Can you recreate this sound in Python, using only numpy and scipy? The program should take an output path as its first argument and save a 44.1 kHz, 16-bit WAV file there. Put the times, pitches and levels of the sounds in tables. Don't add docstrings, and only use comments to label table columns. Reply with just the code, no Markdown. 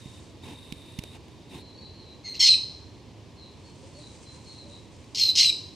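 import sys
import numpy as np
from scipy import signal
from scipy.fft import rfft, irfft, next_fast_len
from scipy.io import wavfile
from scipy.ndimage import uniform_filter1d, minimum_filter1d

SR = 44100
rng = np.random.default_rng(int(sys.argv[2]) if len(sys.argv) > 2 else 0)


def generate_wav(signal):
    frames = np.transpose(np.atleast_2d(signal))
    scaled = np.clip(frames, -1, 1) * 32767
    pcm = np.round(scaled).astype(np.int16)
    wavfile.write(sys.argv[1], SR, pcm)


N = 253575
TIME = np.arange(N) / SR

# frequency in Hz, left-right correlation.
CORRELATION = [(30, 1), (120, 0.84), (1000, 0.83), (2500, 0.72), (5000, 0.78), (12000, 0.13)]
# frequency in Hz, left minus right in dB.
NOISE_BALANCE = [(60, -2.5), (130, -2.5), (300, -1.5), (1000, -0.5), (4000, -0.5), (15000, 1.5)]
BIRD_BALANCE = [(2000, -2), (5000, 0.3), (8200, 4.5), (12000, -3.5)]
# frequency in Hz, relative level in dB.
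RUMBLE_COLOUR = [(25, -10), (45, -11.5), (70, 0.5), (100, 3), (170, -5.5), (300, -5), (500, -12),
                 (760, -19), (1000, -15.5), (1350, -30), (2500, -24), (4400, -25.5), (7000, -33.5),
                 (15500, -55.5)]
HISS_COLOUR = [(1600, -9), (2400, -5.5), (3300, -8), (4800, -4), (6500, -3), (9200, -4), (10200, -44),
               (16000, -38.5)]
TICK_COLOUR = [(400, -9), (1400, -17), (2800, 2), (4000, -5.5), (8000, -12), (12000, -15), (16000, -30)]
RUB_COLOUR = [(1300, -21), (2700, -8), (3300, -17), (3700, 5.5), (4200, -15), (6000, -25), (8500, -14),
              (10500, -19), (13000, -27.5), (14200, -28), (16000, -43)]
SCUFF_COLOUR = [(60, -14), (130, 4), (300, 0.5), (600, -13.5), (900, -5.5), (1300, -23.5), (2700, -12.5),
                (4500, -22.5), (9000, -26.5), (15000, -43)]
# time in seconds, relative level in dB.
HISS_FLOOR = [(0, -78), (3.4, -74.5), (4.7, -63), (5.75, -67)]
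# start in seconds, length in seconds, relative level in dB.
HISS_SWELLS = [(-.3, 0.63, -57.5), (3.556, 0.4, -61.5), (3.856, 0.52, -56), (4.31, 0.37, -57),
               (4.68, 0.14, -59.5)]
# start in seconds, level in dB.
LEAF_SPECKS = [(1.282, -52.5), (4.46, -61), (4.53, -59), (5.042, -55)]
# start in seconds, length in seconds, relative level in dB.
RUBS = [(-.02, 0.23, -57), (0.421, .75, -54), (1.487, .14, -53)]
SCUFFS = [(0.42, .14, -44), (1.135, 0.041, -45.5), (1.512, 0.092, -44)]
# start in seconds, thump level in dB, thump pitch in Hz,
# tick level in dB, tick length in seconds.
KNOCKS = [(0.059, -29, 160, -53, 0.0052), (0.724, -25.5, 170, -34.5, 0.0063),
          (0.9883, -21.5, 146, -34.5, 0.012), (1.0373, -31.5, 420, -37.5, 0.0068)]
# frequency in Hz, seconds to die away by 60 dB.
GARDEN_T60 = [(500, 0.33), (2000, 0.2), (4200, 0.35), (8000, 0.25), (15000, 0.088)]
# frequency in Hz, side minus mid in dB.
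ECHO_WIDTH = [(500, 7), (2500, -12), (4500, -11.5), (8000, -1.5), (14000, 5.5)]
# start in seconds, length in seconds, middle pitch in Hz, relative level in dB.
FAR_HOOTS = [(3.82, 0.093, 545, -56.5), (3.93, 0.092, 573, -54), (4.33, .096, 530, -57.5),
             (4.62, .11, 579, -51.5)]
FAR_WHISTLES = [(1.54, .09, 4160, -52.5), (1.63, .09, 4070, -51.5), (1.74, 0.068, 4390, -51.5),
                (1.80, 0.065, 4060, -46), (1.93, 0.095, 4215, -52), (2.04, 0.075, 4050, -50.5),
                (3.36, .11, 4105, -49), (3.62, 0.08, 4300, -56.5), (3.92, 0.097, 4295, -53),
                (3.99, 0.071, 4030, -49), (4.24, 0.071, 4040, -46.5), (4.44, 0.095, 4175, -47),
                (4.54, 0.08, 4000, -48), (4.69, 0.057, 3940, -45)]
# centre in Hz, width in Hz, relative level in dB.
THROAT = [(970, 210, -30), (2270, 290, -14.5), (3110, 594, -5), (4210, 830, -2), (5250, 820, 1),
          (6330, 1180, -7), (7960, 1570, -20.5), (10600, 1500, -31.5), (12760, 1100, -33.5),
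          (14300, 1500, -43)]
# start in seconds, length in seconds, lowest pitch in Hz, relative level in dB.
CRACKS = [(2.423, 0.016, 2120, -31), (2.463, 0.0098, 2206, -28), (2.485, 0.0057, 2510, -20.5),
          (2.537, 0.0093, 2560, -23.5), (5.397, 0.0072, 2240, -28), (5.422, 0.0088, 2090, -27.5),
          (5.445, 0.0057, 2240, -23.5), (5.496, 0.014, 2387, -29.5)]
# start in seconds, length in seconds, added rasp share.
RELAPSES = [(2.464, .028, 0.39), (5.224, .012, 0.23), (5.419, 0.016, 1), (5.438, 0.02, 0.43)]
# start in seconds, length in seconds, extra level in dB.
PUSHES = [(2.293, .008, 5.5), (2.488, 0.014, 4), (2.51, .013, 4), (5.209, .016, 4), (5.234, 0.0073, 8.5),
          (5.283, 0.011, 2.5), (5.408, .012, 5), (5.492, 0.021, 6)]
# start in seconds, length in seconds, relative level in dB, attack in
# seconds, sag of level in dB, opening pitch in Hz, fall in Hz, seconds of rasp, rasp share left (0-1),
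# opening chaos (0-1), seconds until full chaos, cycles before the pattern repeats, second and third
# partials in dB, tilt of the rasp in dB per octave.
SQUAWKS = [(2.237, .104, -39.5, .016, -6, 4260, 130, 0.051, 0.07, 0.2, .15, 2, -24.5, -33, -4.5),
           (2.339, .05, -37, 0.0034, -0.5, 4240, 200, .018, 0.4, .6, 0.022, 2, -24, -26, -6.5),
           (2.393, 0.16, -11.5, 0.013, 3, 4312, 419.5, 0.058, 0.02, .26, .055, 4, -25.5, -48, 0.5),
           (5.147, .17, -17.5, 0.065, 3, 4304, 370.5, .06, .06, .8, 0.031, 4, -31, -29.5, 2.5),
           (5.353, 0.15, -10.5, 0.035, 9, 4246, 419.5, 0.058, 0.11, 0.79, 0.028, 4, -19.5, -32, 1.5)]


def from_db(db):
    return 10 ** (np.asarray(db) / 20)


def rms_one(x):
    return x / np.sqrt(np.mean(x ** 2) + 1e-20)


def at_hz(points, hz):
    f, value = np.transpose(points)
    return np.interp(np.log(np.maximum(hz, 1)), np.log(f), value)


def colour(x, gain):
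    size = next_fast_len(N + 4096)
    hz = np.arange(size // 2 + 1) * SR / size
    return irfft(rfft(x, size) * gain(hz), size)[..., :N]


def panned(x, balance):
    return colour(x, lambda f: from_db(at_hz(balance, f) * np.array([[.5], [-.5]])))


def drift(rate):
    knots = rng.standard_normal(N // 16)
    return rms_one(np.interp(TIME * rate, np.arange(len(knots)), knots))


def stereo_noise(spectrum):
    mid, side = rng.standard_normal((2, N))
    mid = colour(mid, lambda f: np.sqrt(1 + at_hz(CORRELATION, f)))
    side = colour(side, lambda f: np.sqrt(1 - at_hz(CORRELATION, f)))
    pair = np.array([mid + side, mid - side])
    return rms_one(colour(pair, lambda f: from_db(at_hz(spectrum, f))))


def swell(start, length):
    return np.sqrt(np.sin(np.pi * np.clip((TIME - start) / length, 0, 1)).clip(0))


def plateau(start, length, edge_s):
    return np.clip(np.minimum(TIME - start, start + length - TIME) / edge_s, 0, 1)


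def swells_within(rows, start, end):
    return sum(size * swell(s, length) for s, length, size in rows if start < s < end)


def phase_of(hz):
    return 2 * np.pi * np.cumsum(hz) / SR


def background(rumble_db=-47.5, hiss_db=-1, rustle_db=1.5, speck_s=0.0035):
    rumble = from_db(rumble_db) * stereo_noise(RUMBLE_COLOUR)
    swells = sum(from_db(db) * swell(s, length) for s, length, db in HISS_SWELLS)
    floor = from_db(np.interp(TIME, *np.transpose(HISS_FLOOR)))
    rustle = from_db(hiss_db + rustle_db * (drift(30) + drift(300)))
    hiss = np.maximum(swells, floor) * rustle * stereo_noise(HISS_COLOUR)
    specks = sum(from_db(db) * swell(s, speck_s) for s, db in LEAF_SPECKS)
    return rumble + hiss + specks * stereo_noise(TICK_COLOUR)


def hand_rubs(edge_s=0.018, grip_db=-67, let_go_s=1.62, grain_db=1.14):
    strokes = sum(from_db(db) * plateau(s, length, edge_s) for s, length, db in RUBS)
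    grip = from_db(grip_db) * np.clip((let_go_s - TIME) / edge_s, 0, 1)
    rub = np.maximum(strokes, grip) * stereo_noise(RUB_COLOUR)
    scuffs = sum(from_db(db) * swell(s, length) for s, length, db in SCUFFS) * stereo_noise(SCUFF_COLOUR)
    return (rub + scuffs) * from_db(grain_db * drift(250))


def hand_knocks(thump_cycles=0.34):
    thumps, ticks = 0, 0
    for start, thump_db, thump_hz, tick_db, tick_s in KNOCKS:
        cycle = np.clip((TIME - start - tick_s / 6) * thump_hz, -5, 5)
        thumps += from_db(thump_db) * np.cos(2 * np.pi * cycle) * np.exp(-(cycle / thump_cycles) ** 2)
        age = np.clip(TIME - start, 0, .2)
        ticks += from_db(tick_db) * (age > 0) * np.exp(-(age / tick_s * 2) ** 2)
    return (thumps + ticks * stereo_noise(TICK_COLOUR)) * from_db([[-2], [2]])


def garden(x, leaves_db, trees_db, leaves_s=0.037, late_db=-17, late_s=0.75, build_s=0.024):
    def left_right(mid, side):
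        side = colour(side, lambda f: from_db(at_hz(ECHO_WIDTH, f)))[:SR]
        return np.array([mid + side, mid - side])

    def unit_energy(echo):
        return echo / np.sqrt(np.sum(echo.mean(axis=0) ** 2))

    t = TIME[:SR]
    reflections = rng.standard_normal((2, SR)) * (rng.random((2, SR)) < .02)
    leaves = left_right(*reflections) * np.exp(-t / leaves_s) * (t > .002)
    diffuse = left_right(*rng.standard_normal((2, SR)))
    trees = diffuse * from_db(late_db) * 0.0013 ** (t / late_s)
    edges_hz = np.geomspace(300, 16000, 9)
    for low, high in zip(edges_hz, edges_hz[1:]):
        band = signal.sosfilt(signal.butter(2, [low, high], "band", fs=SR, output="sos"), diffuse)
        trees += band * 1e-3 ** (t / at_hz(GARDEN_T60, np.sqrt(low * high)))
    trees *= np.minimum(t / build_s, 1)
    echo = from_db(leaves_db) * unit_energy(leaves) + from_db(trees_db) * unit_energy(trees)
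    return x + signal.fftconvolve(x[None], echo, axes=1)[:, :N]


def far_calls(notes, glide_hz_per_s, waver, waver_rate, flutter_db):
    unsteady, out = 1 + waver * drift(waver_rate), 0
    for start, length, middle_hz, level_db in notes:
        pitch = middle_hz + glide_hz_per_s * (np.clip(TIME - start, 0, length) - length / 2)
        out += from_db(level_db) * swell(start, length) * np.sin(phase_of(pitch * unsteady))
    return out * from_db(flutter_db * drift(70))


def voice_cracks(top_hz=3900, fall_s=0.0013, waver=0.037):
    unsteady, out = 1 + waver * drift(1200), 0
    for start, length, low_hz, level_db in CRACKS:
        pitch = low_hz + (top_hz - low_hz) * np.exp(-np.clip(TIME - start, 0, length) / fall_s)
        out += from_db(level_db) * swell(start, length) * np.sin(phase_of(pitch * unsteady))
    return out


def beak(buzz, start, tilt_db, open_ratio=0.96, shut_ratio=0.91, closing_s=0.12):
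    def resonances(f):
        powers = (from_db(db + tilt_db * np.log2(hz)) ** 2 / (1 + ((f - hz) / width) ** 2) ** 4
                  for hz, width, db in THROAT)
        return np.sqrt(sum(powers))

    wide = rms_one(colour(buzz, lambda f: resonances(f / open_ratio)))
    narrow = rms_one(colour(buzz, lambda f: resonances(f / shut_ratio)))
    gape = np.exp(-np.maximum(TIME - start, 0) / closing_s)
    return rms_one(gape * wide + (1 - gape) * narrow)


def breath(age, length, level_db, attack_s, sag_db, start_hz, fall_hz, rasp_s, rasp_left, first_chaos,
           orderly_s, onset_db=-14.5, release_db=-7.5, release_s=0.018, full_rasp=0.91, full_chaos=.85):
    def after(s, switch_s=0.0062):
        return .5 + .5 * np.tanh((age - s) / switch_s)

    done = np.clip(age / length, 0, 1)
    pitch = start_hz - fall_hz * done ** 2.3
    onset = onset_db * np.clip(1 - age / attack_s, 0, 1)
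    release = release_db * np.clip(1 + (age - length) / release_s, 0, 1)
    rasp = full_rasp + (rasp_left - full_rasp) * after(rasp_s)
    chaos = first_chaos + (full_chaos - first_chaos) * after(orderly_s)
    return pitch, level_db - sag_db * done + onset + release, rasp, chaos


def squawk(call, waver=.015, wander=.26, jitter=.075, flutter_db=2, grain_db=3.5, turbulence_db=1,
           throb_db=2, edge_s=0.0021):
    start, length, *shape, cycles, second_db, third_db, tilt_db = call
    end = start + length
    pitch, level_db, rasp, chaos = breath(TIME - start, length, *shape)
    rasp = np.clip(rasp + swells_within(RELAPSES, start, end), 0, 1)
    level_db += swells_within(PUSHES, start, end)
    pitch *= 1 + waver * drift(900)
    phase = phase_of(pitch)
    whistle = sum(from_db(db) * np.sin(k * phase) for k, db in enumerate((0, second_db, third_db), 1))
    whistle = rms_one(whistle * from_db(flutter_db * drift(220)))
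    centre = phase_of(pitch * (1 + jitter * chaos * drift(700)))
    pattern = phase_of(pitch / cycles * (1 + wander * chaos * drift(200)))
    on = (TIME > start) & (TIME < end + edge_s)
    buzz = np.zeros(N)
    buzz[on] = sum(np.sin(centre[on] + k * pattern[on] + 2 * np.pi * rng.random())
                   for k in range(1 - cycles, 3 * cycles))
    turbulence = from_db(turbulence_db) * np.sqrt(chaos) * on * rng.standard_normal(N)
    buzz = buzz * from_db(grain_db * drift(900)) + turbulence
    buzz = beak(buzz, start, tilt_db) * np.sqrt(on.mean())
    gate = np.clip((TIME - start) / edge_s * 2, 0, 1) * np.clip((end - TIME) / edge_s + 1, 0, 1)
    level_db += throb_db * chaos * np.tanh(drift(220))
    return gate * from_db(level_db) * (np.sqrt(1 - rasp) * whistle + np.sqrt(rasp) * buzz)


def scene():
    bird = sum(squawk(call) for call in SQUAWKS) + voice_cracks()
    bird = from_db(-2.5) * garden(bird, leaves_db=-9.5, trees_db=-14)
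    whistles = far_calls(FAR_WHISTLES, glide_hz_per_s=-2400, waver=.028, waver_rate=230, flutter_db=1.5)
    whistles = from_db(-8) * garden(whistles, leaves_db=3, trees_db=5)
    hoots = far_calls(FAR_HOOTS, glide_hz_per_s=550, waver=0.0162, waver_rate=60, flutter_db=3.5)
    hoots = garden(hoots, leaves_db=-19, trees_db=-18)
    noises = background() + hand_rubs() + hand_knocks()
    return panned(noises, NOISE_BALANCE) + hoots + whistles + panned(bird, BIRD_BALANCE)


def record(dry, ceiling=0.49, low_cut_hz=48, high_cut_hz=15750):
    dry = signal.sosfilt(signal.butter(2, low_cut_hz, "high", fs=SR, output="sos"), dry)
    peak = -minimum_filter1d(-np.abs(dry).max(axis=0), size=88)
    peak = uniform_filter1d(peak, size=88)
    limited = dry / (1 + (peak / ceiling) ** 6) ** (1 / 6)
    return signal.sosfilt(signal.ellip(12, .1, 90, high_cut_hz, fs=SR, output="sos"), limited)


dry = scene()
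out = record(dry)
generate_wav(out)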